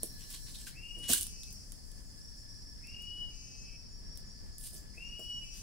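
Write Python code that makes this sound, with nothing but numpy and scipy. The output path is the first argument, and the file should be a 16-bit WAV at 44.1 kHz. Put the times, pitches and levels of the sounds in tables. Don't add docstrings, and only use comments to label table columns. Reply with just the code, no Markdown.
import sys
import numpy as np
from scipy import signal
from scipy.fft import rfft, irfft
from scipy.io import wavfile

SR = 44100
rng = np.random.default_rng(int(sys.argv[2]) if len(sys.argv) > 2 else 0)


def inscribe(sig):
    pcm = np.round(np.clip(np.atleast_2d(sig).T, -1, 1) * 32767)
    wavfile.write(sys.argv[1], SR, pcm.astype(np.int16))


N = 247842

# [start t/s, whine length/s, end t/s, whine level/dB before its swell,
# level/dB as the closing drone starts, drone swell/(dB per s)]
CICADA_PHRASES = [(0.716, .41, 1.53, -56, -69.5, 0), (2.801, .42, 3.76, -56, -68.5, 15),
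                  (4.929, .44, 5.8, -55.5, -61, -22)]
# [t/s, level/dB]
SHRILL_LEVEL = [(0.0, -60), (0.95, -62), (1.28, -57), (1.99, -61), (2.49, -60), (5.62, -60)]
# [t/s, level/dB]
SIZZLE_LEVEL = [(0.0, -63.5), (0.51, -55.5), (0.81, -65), (1.09, -61), (3.87, -69.5), (5.62, -64.5)]
CHIRP_TIMES = [2.08, 2.4, 3.043, 3.622, 3.92, 4.29, 4.555, 5.07, 5.38]
PIP_TIMES = [4.781, 4.799, 5.2]
# [start t/s, end t/s, level/dB]
WHISTLE_BOUTS = [(-.2, 0.487, -55.5), (0.88, 1.55, -57), (2.194, 2.94, -54.5), (3.625, 4.21, -55.5),
                 (5.02, 5.7, -55)]
# [peak t/s, fall/s, level/dB, tilt/(dB per octave), leaf ring f/Hz, ring level/dB]
LEAF_PUSHES = [(.039, 0.023, -49, -1.5, 8150, -9), (.14, 0.63, -58, 13, 9400, -27),
               (.22, .06, -57.5, -6.5, 2980, -21), (.315, 0.036, -47, -2.5, 9300, -19),
               (.346, 0.019, -44, -5, 4230, -14), (.483, 0.031, -53.5, -8, 4130, -3),
               (.555, 0.025, -49, -4.5, 3870, -2), (.618, 0.044, -52, -2.5, 8300, -7),
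               (0.676, .02, -43.5, -4, 2830, -26), (.992, 0.02, -53.5, 1, 9300, -5),
               (1.048, 0.034, -49, -7.5, 9160, -7), (1.102, 0.028, -28, -1.5, 8180, -32),
               (1.125, 0.032, -27, -2, 3440, -24), (1.178, .024, -34.5, -0.5, 8600, -12),
               (1.221, 0.016, -39.5, 2, 9550, -6), (4.615, 0.039, -48.5, 3.5, 9500, -1),
               (4.645, 0.024, -45.5, 1, 9050, -7), (4.672, 0.026, -45.5, 0, 9200, -9),
               (4.743, 0.024, -46.5, 2.5, 9300, -7), (4.77, 0.025, -51.5, 1.5, 6300, -12),
               (5.22, 0.067, -59, 7, 9000, -13), (5.579, 0.082, -55, -3, 6300, -16)]
# [t/s, tearing time/s, level/dB, tilt/(dB per octave)]
STEM_SNAPS = [(.0325, 0.00041, -16.5, 7.5), (.3039, .001, -32, 17), (0.3274, 0.0011, -36, 8),
              (0.3418, 0.00049, -39, -9), (.5458, 0.00051, -43, -4), (.588, .001, -42, -4),
              (0.606, .0005, -51, 3), (1.1334, 0.001, -12.5, 4), (1.1352, 0.0015, -14.5, 2.5),
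              (1.148, .0003, -19, 3), (1.2106, .0004, -20.5, 1), (1.2264, 0.00067, -27, 2),
              (1.231, 0.00036, -22.5, 1.5), (1.2679, .0006, -28.5, -1), (1.434, 0.00064, -36.5, -3),
              (1.507, .0005, -41, 1), (1.527, .0006, -33.5, 15), (1.721, 0.00054, -34, -3.5),
              (1.916, 0.0021, -48, -1), (2.871, 0.0009, -43, 5), (3.022, .0006, -42.5, 2),
              (4.156, .002, -53, 2), (4.1742, 0.00068, -36.5, 5), (4.583, 0.00055, -31, 8),
              (4.5885, 0.00059, -43, 9), (4.612, .0006, -41, 2), (5.195, .0008, -42, 12)]
# [t/s, decay/s, level/dB, tilt/(dB per octave)]
SOIL_BLOWS = [(.032, 0.0026, -34.5, 5), (.965, 0.084, -54.5, -5), (1.091, 0.023, -41, 2.5),
              (1.101, 0.011, -32, -6), (1.19, 0.037, -46.5, -17), (4.73, 0.035, -60, 6.5),
              (4.975, 0.016, -56, -1), (5.193, 0.013, -48.5, 4.5)]
# [t/s, decay/s, level/dB, tilt/(dB per octave)]
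CANE_KNOCKS = [(.668, 0.011, -50, 0), (1.133, 0.0073, -37, 0)]
# [f/Hz, width/Hz, level/dB]
SOIL_MODES = [(72, 59, -9), (154.6, 86, -1), (224, 137, 2), (320, 82, -1.5), (437, 130, -0.5),
              (554, 120, -9.5), (950, 300, -25)]
# [f/Hz, width/Hz, level/dB]
CANE_MODES = [(1555, 230, 0)]
# [f/Hz, level/dB]
LEAF_SPECTRUM = [(300, -17), (800, -32), (1100, -16.5), (1300, -32), (1550, -16.5), (2150, -18), (3000, -8),
                 (5400, -6.5), (8000, -1.5), (10100, -1.5), (12000, -5.5), (15500, -8)]
# [f/Hz, level/dB]
STEM_SPECTRUM = [(600, -36), (1500, -22), (2300, -27), (3200, -7.5), (5400, -11), (8200, -3), (10200, -0.5),
                 (12000, -10), (15500, -12.5)]
# [f/Hz, level/dB]
AIR_SPECTRUM = [(12, -10), (28, 0.5), (64, -9.5), (130, -16), (240, -21), (340, -30), (550, -35),
                (800, -39), (1400, -43.5), (1800, -40), (2400, -46.5), (3600, -46.5), (15000, -85)]
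# [f/Hz, level/dB]
SHRILL_SPECTRUM = [(3600, -85), (4100, -18), (4400, -6), (4800, -1), (5150, 2), (5500, -2.5), (5750, -10.5),
                   (6500, -13), (8000, -46)]
# [f/Hz, level/dB]
SIZZLE_SPECTRUM = [(4000, -24), (6000, 1), (6800, -4), (7650, 3), (8400, -3), (10400, 1.5), (11400, -12.5),
                   (15000, -9)]
SONG_HARMONICS = [17, 19, 21, 23]
WHINE_MIX = [-33, -28, -0.5, -29]
DRONE_MIX = [-10, -1, -11, -18]
HIGH_HARMONICS = [32, 36, 40, 42, 43, 44, 45, 47, 49, 53, 57]
BUZZ_MIX = [-9, -2.5, -4, -7, -10, -5, -1, -2, -11, -16, -16]

FOREST_T60_S = 0.77
TOP_HZ = 15700
TIME = np.arange(N) / SR
TYMBAL_HZ, SAG_HZ, RECOVER_S = 139.55, 26.95, .09
RELAX_HZ, RELAX_S, TIRING_HZ_PER_S = 1.9, 0.0205, 3
SCRAPE_HZ, SCRAPE_DB, SCRAPE_S, STRETCH_S = 2770, -64, 0.052, 0.066
WHINE_DELAY_S, WHINE_ATTACK_S, WHINE_RELEASE_S = 0.033, 0.022, 0.038
WHINE_SWELL_DB_PER_S = 27
DRONE_DELAY_S, DRONE_ATTACK_S, DRONE_RELEASE_S, ONSET_DRONE_DB = 0.48, 0.021, 0.0079, -67.5
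BUZZ_END_S, BUZZ_ATTACK_S, BUZZ_RELEASE_S, BUZZ_DB = 0.79, 0.04, 0.1, -61.5
HUM_HZ, HUM_DB, HUM_STOP_S, HUM_RETURN_S = 1731, -70.8, .02, 0.45
SURGE_BOUT, SURGE_DB = (3.59, 3.3, .02, .05), 10
WHISTLE_ATTACK_S, WHISTLE_RELEASE_S, WHISTLE_REST_DB = 0.023, 0.2, -82
THROB_BOUT, THROB_DB, THROB_REST_DB = (2.08, 3.68, 0.15, 0.14), -64, -72
THIN_BOUT, THIN_HZ, THIN_WIDTH_HZ, THIN_DB = (-0.066, 0.74, 0.017, 0.014), 4250, 430, -62.5
CHIRP_HZ, CHIRP_DB, CHIRP_S = 6930, -68, .028
PIP_HZ, PIP_DB, PIP_S = 7420, -57.5, 0.0042
RISE_SHARE = .55


def cicada(jitter=.0012, stumble=.017, rasp_db=5, grain_db=1.2, scrape_width_hz=480,
           hum_wander_hz=19, hum_waver_db=2.4, overtone_db=-12):
    rate, stretch, scrape_gain, whine_gain, drone_gain, buzz_gain, rest = phrasing()
    slack = np.sqrt(np.clip((TYMBAL_HZ - RELAX_HZ - rate) / SAG_HZ, 0, 1))
    rate = rate * (1 + jitter * walk(150) + stumble * slack * walk(200))

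    rasp = amp((grain_db + rasp_db * slack) * walk(110))
    whine = partials(rate, SONG_HARMONICS, WHINE_MIX, waver_db=1.5) * whine_gain * rasp
    grain = amp(grain_db * walk(110))
    drone = partials(rate, SONG_HARMONICS, DRONE_MIX, waver_db=2.2) * drone_gain * grain
    buzz = partials(rate, HIGH_HARMONICS, BUZZ_MIX, waver_db=1.0) * buzz_gain

    scrape_hz = HUM_HZ + (SCRAPE_HZ - HUM_HZ) * stretch
    scrape = unit(sweep(rng.standard_normal(N), scrape_hz, scrape_width_hz)) * amp(SCRAPE_DB) * scrape_gain

    hum_hz = HUM_HZ + hum_wander_hz * walk(140)
    hum_tones = tone(hum_hz) + amp(overtone_db) * tone(2 * hum_hz)
    hum = hum_tones * amp(HUM_DB + hum_waver_db * walk(70)) * rest

    song = (whine + drone + buzz + scrape + hum) * amp(-.5)
    heard = from_left(song, lag_s=0.00038) + swaying(song, echo_db=-8, sway_s=.00006)
    return place(forest(heard, wet_db=-7.5, t60_s=FOREST_T60_S), pan_db=4.5)


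def phrasing(onset_attack_s=0.035, onset_drone_s=0.2, onset_fade_s=0.053, scrape_attack_s=0.014, scrape_fade_s=0.072):
    rate = np.full(N, 1. * TYMBAL_HZ)
    stretch, scrape, whine, drone, buzz, hush = np.zeros((6, N))
    for start, whine_s, end, whine_db, drone_db, drone_swell_db in CICADA_PHRASES:
        age = np.maximum(TIME - start, 0)
        tired = np.clip(age - DRONE_DELAY_S, 0, 1)
        sag = SAG_HZ * np.exp(-age / RECOVER_S)
        relaxing = RELAX_HZ * (1 - np.exp(-tired / RELAX_S))
        speed = TYMBAL_HZ - sag - relaxing - TIRING_HZ_PER_S * tired
        rate = np.where(age > 0, speed, rate)
        stretch = np.where(age > 0, 1 - np.exp(-age / STRETCH_S), stretch)
        scrape += bout(start, start + SCRAPE_S, scrape_attack_s, scrape_fade_s)
        hush += bout(start, end, HUM_STOP_S, HUM_RETURN_S)

        swell = amp(whine_db + WHINE_SWELL_DB_PER_S * np.minimum(age, whine_s))
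        whine += swell * bout(start + WHINE_DELAY_S, start + whine_s, WHINE_ATTACK_S, WHINE_RELEASE_S)

        onset = bout(start + WHINE_DELAY_S, start + onset_drone_s, onset_attack_s, onset_fade_s)
        drone += amp(ONSET_DRONE_DB) * onset
        closing = amp(drone_db + drone_swell_db * (np.minimum(age, end - start) - DRONE_DELAY_S))
        drone += closing * bout(start + DRONE_DELAY_S, end, DRONE_ATTACK_S, DRONE_RELEASE_S)
        buzz += amp(BUZZ_DB) * bout(start + DRONE_DELAY_S, start + BUZZ_END_S, BUZZ_ATTACK_S, BUZZ_RELEASE_S)
    drone *= 1 + (amp(SURGE_DB) - 1) * bout(*SURGE_BOUT)
    return rate, stretch, scrape, whine, drone, buzz, 1 - hush


def partials(rate, harmonics, levels_db, waver_db):
    return sum(tone(k * rate) * amp(db + waver_db * walk(22.25)) for k, db in zip(harmonics, levels_db))


def rustles(grain_db=2.0, grains_per_s=12000, firm_db=-30, crowding=.55, spread=1.0, clump_db=1.0,
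            ring_width=0.29, size=32000):
    out = np.zeros((2, N))
    for s, fall, db, tilt_db, ring_hz, ring_db in LEAF_PUSHES:
        rise = RISE_SHARE * fall
        start = max(s - 3 * rise, 0)
        t = TIME[:size] + start - s
        density = grains_per_s * amp(crowding * (db - firm_db))
        cracked = rng.random(size) < density / SR
        strength = amp(grain_db * np.minimum(rng.exponential(size=size), 4.5))
        grains = cracked * rng.choice([-1, 1], size) * strength
        grains = grains * (1 + spread * rng.standard_normal((2, size)))
        push = np.where(t < 0, np.exp(-(t / rise) ** 2), np.exp(-np.abs(t) / fall))
        ring = unit(resonate(grains, ring_hz, ring_width * ring_hz))
        leaves = unit(colour(grains, LEAF_SPECTRUM, tilt_db)) + amp(ring_db) * ring
        add(out, start, unit(leaves) * push * amp(db))
    return out * amp(clump_db * walk(260))


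def snaps(ring_s=0.023, ring_db=-25, spread=0.94, size=4096):
    out = np.zeros((2, N))
    t = TIME[:size] - TIME[size // 16]
    for s, tear_s, db, tilt_db in STEM_SNAPS:
        quiver = amp(ring_db) * np.exp(-np.abs(t) / ring_s)
        tear = (t >= 0) * (np.exp(-np.abs(t) / tear_s) + quiver)
        fibres = (rng.standard_normal(size) + spread * rng.standard_normal((2, size))) * tear
        snap = unit(colour(fibres, STEM_SPECTRUM, tilt_db)) * np.sqrt(np.mean(tear ** 2))
        add(out, s + t[0], snap * amp(db))
    return out


def thuds(blows, modes, size=12000):
    out, t = np.zeros(N), TIME[:size]
    for s, decay_s, db, tilt_db in blows:
        fade = np.exp(-t / decay_s)
        push = rng.standard_normal(size) * fade
        knock = 0
        for hz, width_hz, mode_db in modes:
            knock = knock + unit(resonate(push, hz, width_hz)) * amp(mode_db + tilt_db * np.log2(hz))
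        add(out, s, unit(knock) * np.sqrt(np.mean(fade ** 2)) * amp(db))
    return out


def chorus(throb_hz=29, throb_pitch_hz=5130, whistle_hz=5585, flutter_hz=113, undertone_db=-6,
           shrill_db=1.7, sizzle_db=2.5):
    shrill_level_db = curve(SHRILL_LEVEL) + shrill_db + 1.1 * walk(25.12)
    shrill = unit(colour(stereo_noise(), SHRILL_SPECTRUM)) * amp(shrill_level_db)

    throb_rate = throb_hz * (1 + 0.014 * walk(2.73))
    throb = (1 + np.cos(2 * np.pi * np.cumsum(throb_rate) / SR)) ** 3
    throb_gain = amp(THROB_REST_DB) + amp(THROB_DB) * bout(*THROB_BOUT)
    pulser = unit(throb * tone(throb_pitch_hz + 70 * walk(300))) * throb_gain
    pulser = forest(pulser, wet_db=-7, t60_s=FOREST_T60_S)

    effort = amp(WHISTLE_REST_DB)
    for start, end, db in WHISTLE_BOUTS:
        effort = effort + amp(db) * bout(start, end, WHISTLE_ATTACK_S, WHISTLE_RELEASE_S)
    pitch = whistle_hz + 10 * walk(4) + 28 * walk(120)
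    whistle = tone(pitch) + amp(undertone_db) * tone(pitch - flutter_hz)
    whistle = unit(whistle + swaying(whistle, echo_db=3.5, sway_s=.00008, count=2))
    whistle = whistle * effort * amp(-3.8 + 2.5 * walk(30))

    sizzle_level_db = curve(SIZZLE_LEVEL) + sizzle_db + 0.85 * walk(30)
    sizzle = unit(colour(stereo_noise(likeness=0.026), SIZZLE_SPECTRUM)) * amp(sizzle_level_db)
    thin = unit(resonate(stereo_noise(), THIN_HZ, THIN_WIDTH_HZ)) * amp(THIN_DB) * bout(*THIN_BOUT)
    return shrill + pulser + whistle + thin + place(sizzle, pan_db=-1.2)


def chirps(times, hz, level_db, length_s, size=8192):
    out, t = np.zeros(N), TIME[:size] - size / SR / 2
    for s in times:
        note = unit(resonate(rng.standard_normal(size), hz, 150))
        add(out, s + t[0], note * amp(level_db) * np.exp(-(t / length_s) ** 2))
    return forest(out, wet_db=-6, t60_s=FOREST_T60_S)


def air(level_db=-49.5):
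    rumble = unit(colour(stereo_noise(likeness=0.22), AIR_SPECTRUM))
    return place(rumble * amp(level_db + 0.39 * walk(2.43) + 1.0 * walk(14)), pan_db=4)


def forest(x, wet_db, t60_s):
    t = TIME[:SR]
    decay = np.exp(-np.log(1000) * t / t60_s)
    echoes = rng.standard_normal((2, SR)) ** 3 * decay * (t > .002)
    echoes /= np.sqrt(np.sum(echoes ** 2, axis=1, keepdims=True))
    return x + amp(wet_db) * signal.fftconvolve(np.atleast_2d(x), echoes, axes=1)[:, :N]


def swaying(x, echo_db, sway_s, count=5):
    lags = rng.uniform(.004, .06, 2 * count)
    paths = [np.interp(TIME - lag - sway_s * walk(13), TIME, x) for lag in lags]
    return amp(echo_db) * np.reshape(paths, (2, count, N)).sum(axis=1) / np.sqrt(count)


def from_left(x, lag_s):
    return np.array([x, np.interp(TIME - lag_s, TIME, x)])


def place(x, pan_db):
    return x * amp(np.array([[pan_db], [-pan_db]]) / 2)


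def bout(start, end, attack_s, release_s):
    rise = 1 - np.exp(-np.maximum(TIME - start, 0) / attack_s)
    return rise * np.exp(-np.maximum(TIME - end, 0) / release_s)


def tone(hz):
    return np.sqrt(2) * np.sin(2 * np.pi * np.cumsum(hz) / SR)


def sweep(x, hz, width_hz):
    turn = np.exp(2j * np.pi * np.cumsum(hz) / SR)
    lowpass = signal.butter(2, width_hz / 2, fs=SR, output="sos")
    return np.real(turn * signal.sosfilt(lowpass, x / turn))


def resonate(x, hz, width_hz):
    b, a = signal.iirpeak(hz, hz / width_hz, fs=SR)
    return signal.lfilter(b, a, signal.lfilter(b, a, x))


def colour(x, points, tilt_db=0):
    octave = np.log2(np.maximum(np.fft.rfftfreq(x.shape[-1], 1 / SR), 1) / 8000)
    hz, db = np.transpose(points)
    gain_db = np.interp(octave, np.log2(hz / 8000), db, left=-90) + tilt_db * np.maximum(octave, -2)
    return irfft(rfft(x) * amp(gain_db), x.shape[-1])


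def stereo_noise(likeness=0):
    share = np.clip(likeness, 0, 1)
    return np.sqrt(share) * rng.standard_normal(N) + np.sqrt(1 - share) * rng.standard_normal((2, N))


def walk(rate):
    return unit(np.interp(TIME * rate, np.arange(4096), rng.standard_normal(4096)))


def curve(rows):
    s, *columns = np.transpose(rows)
    return np.squeeze([np.interp(TIME, s, c) for c in columns])


def amp(db):
    return 10 ** (np.asarray(db) / 20)


def unit(x):
    return x / np.sqrt(np.mean(x ** 2))


def add(out, s, x):
    i = max(int(s * SR), 0)
    out[..., i:i + x.shape[-1]] += x[..., :max(N - i, 0)]


def scene():
    boot = thuds(SOIL_BLOWS, SOIL_MODES) + thuds(CANE_KNOCKS, CANE_MODES)
    litter = place(rustles() + snaps(), pan_db=-0.5)
    steps = forest(litter + boot, wet_db=-6.0, t60_s=0.23)
    callers = chirps(CHIRP_TIMES, CHIRP_HZ, CHIRP_DB, CHIRP_S) + chirps(PIP_TIMES, PIP_HZ, PIP_DB, PIP_S)
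    return cicada() + steps + chorus() + callers + air()


def record(dry):
    return signal.sosfilt(signal.ellip(10, .2, 80, TOP_HZ, fs=SR, output="sos"), dry)


dry = scene()
out = record(dry)
inscribe(out)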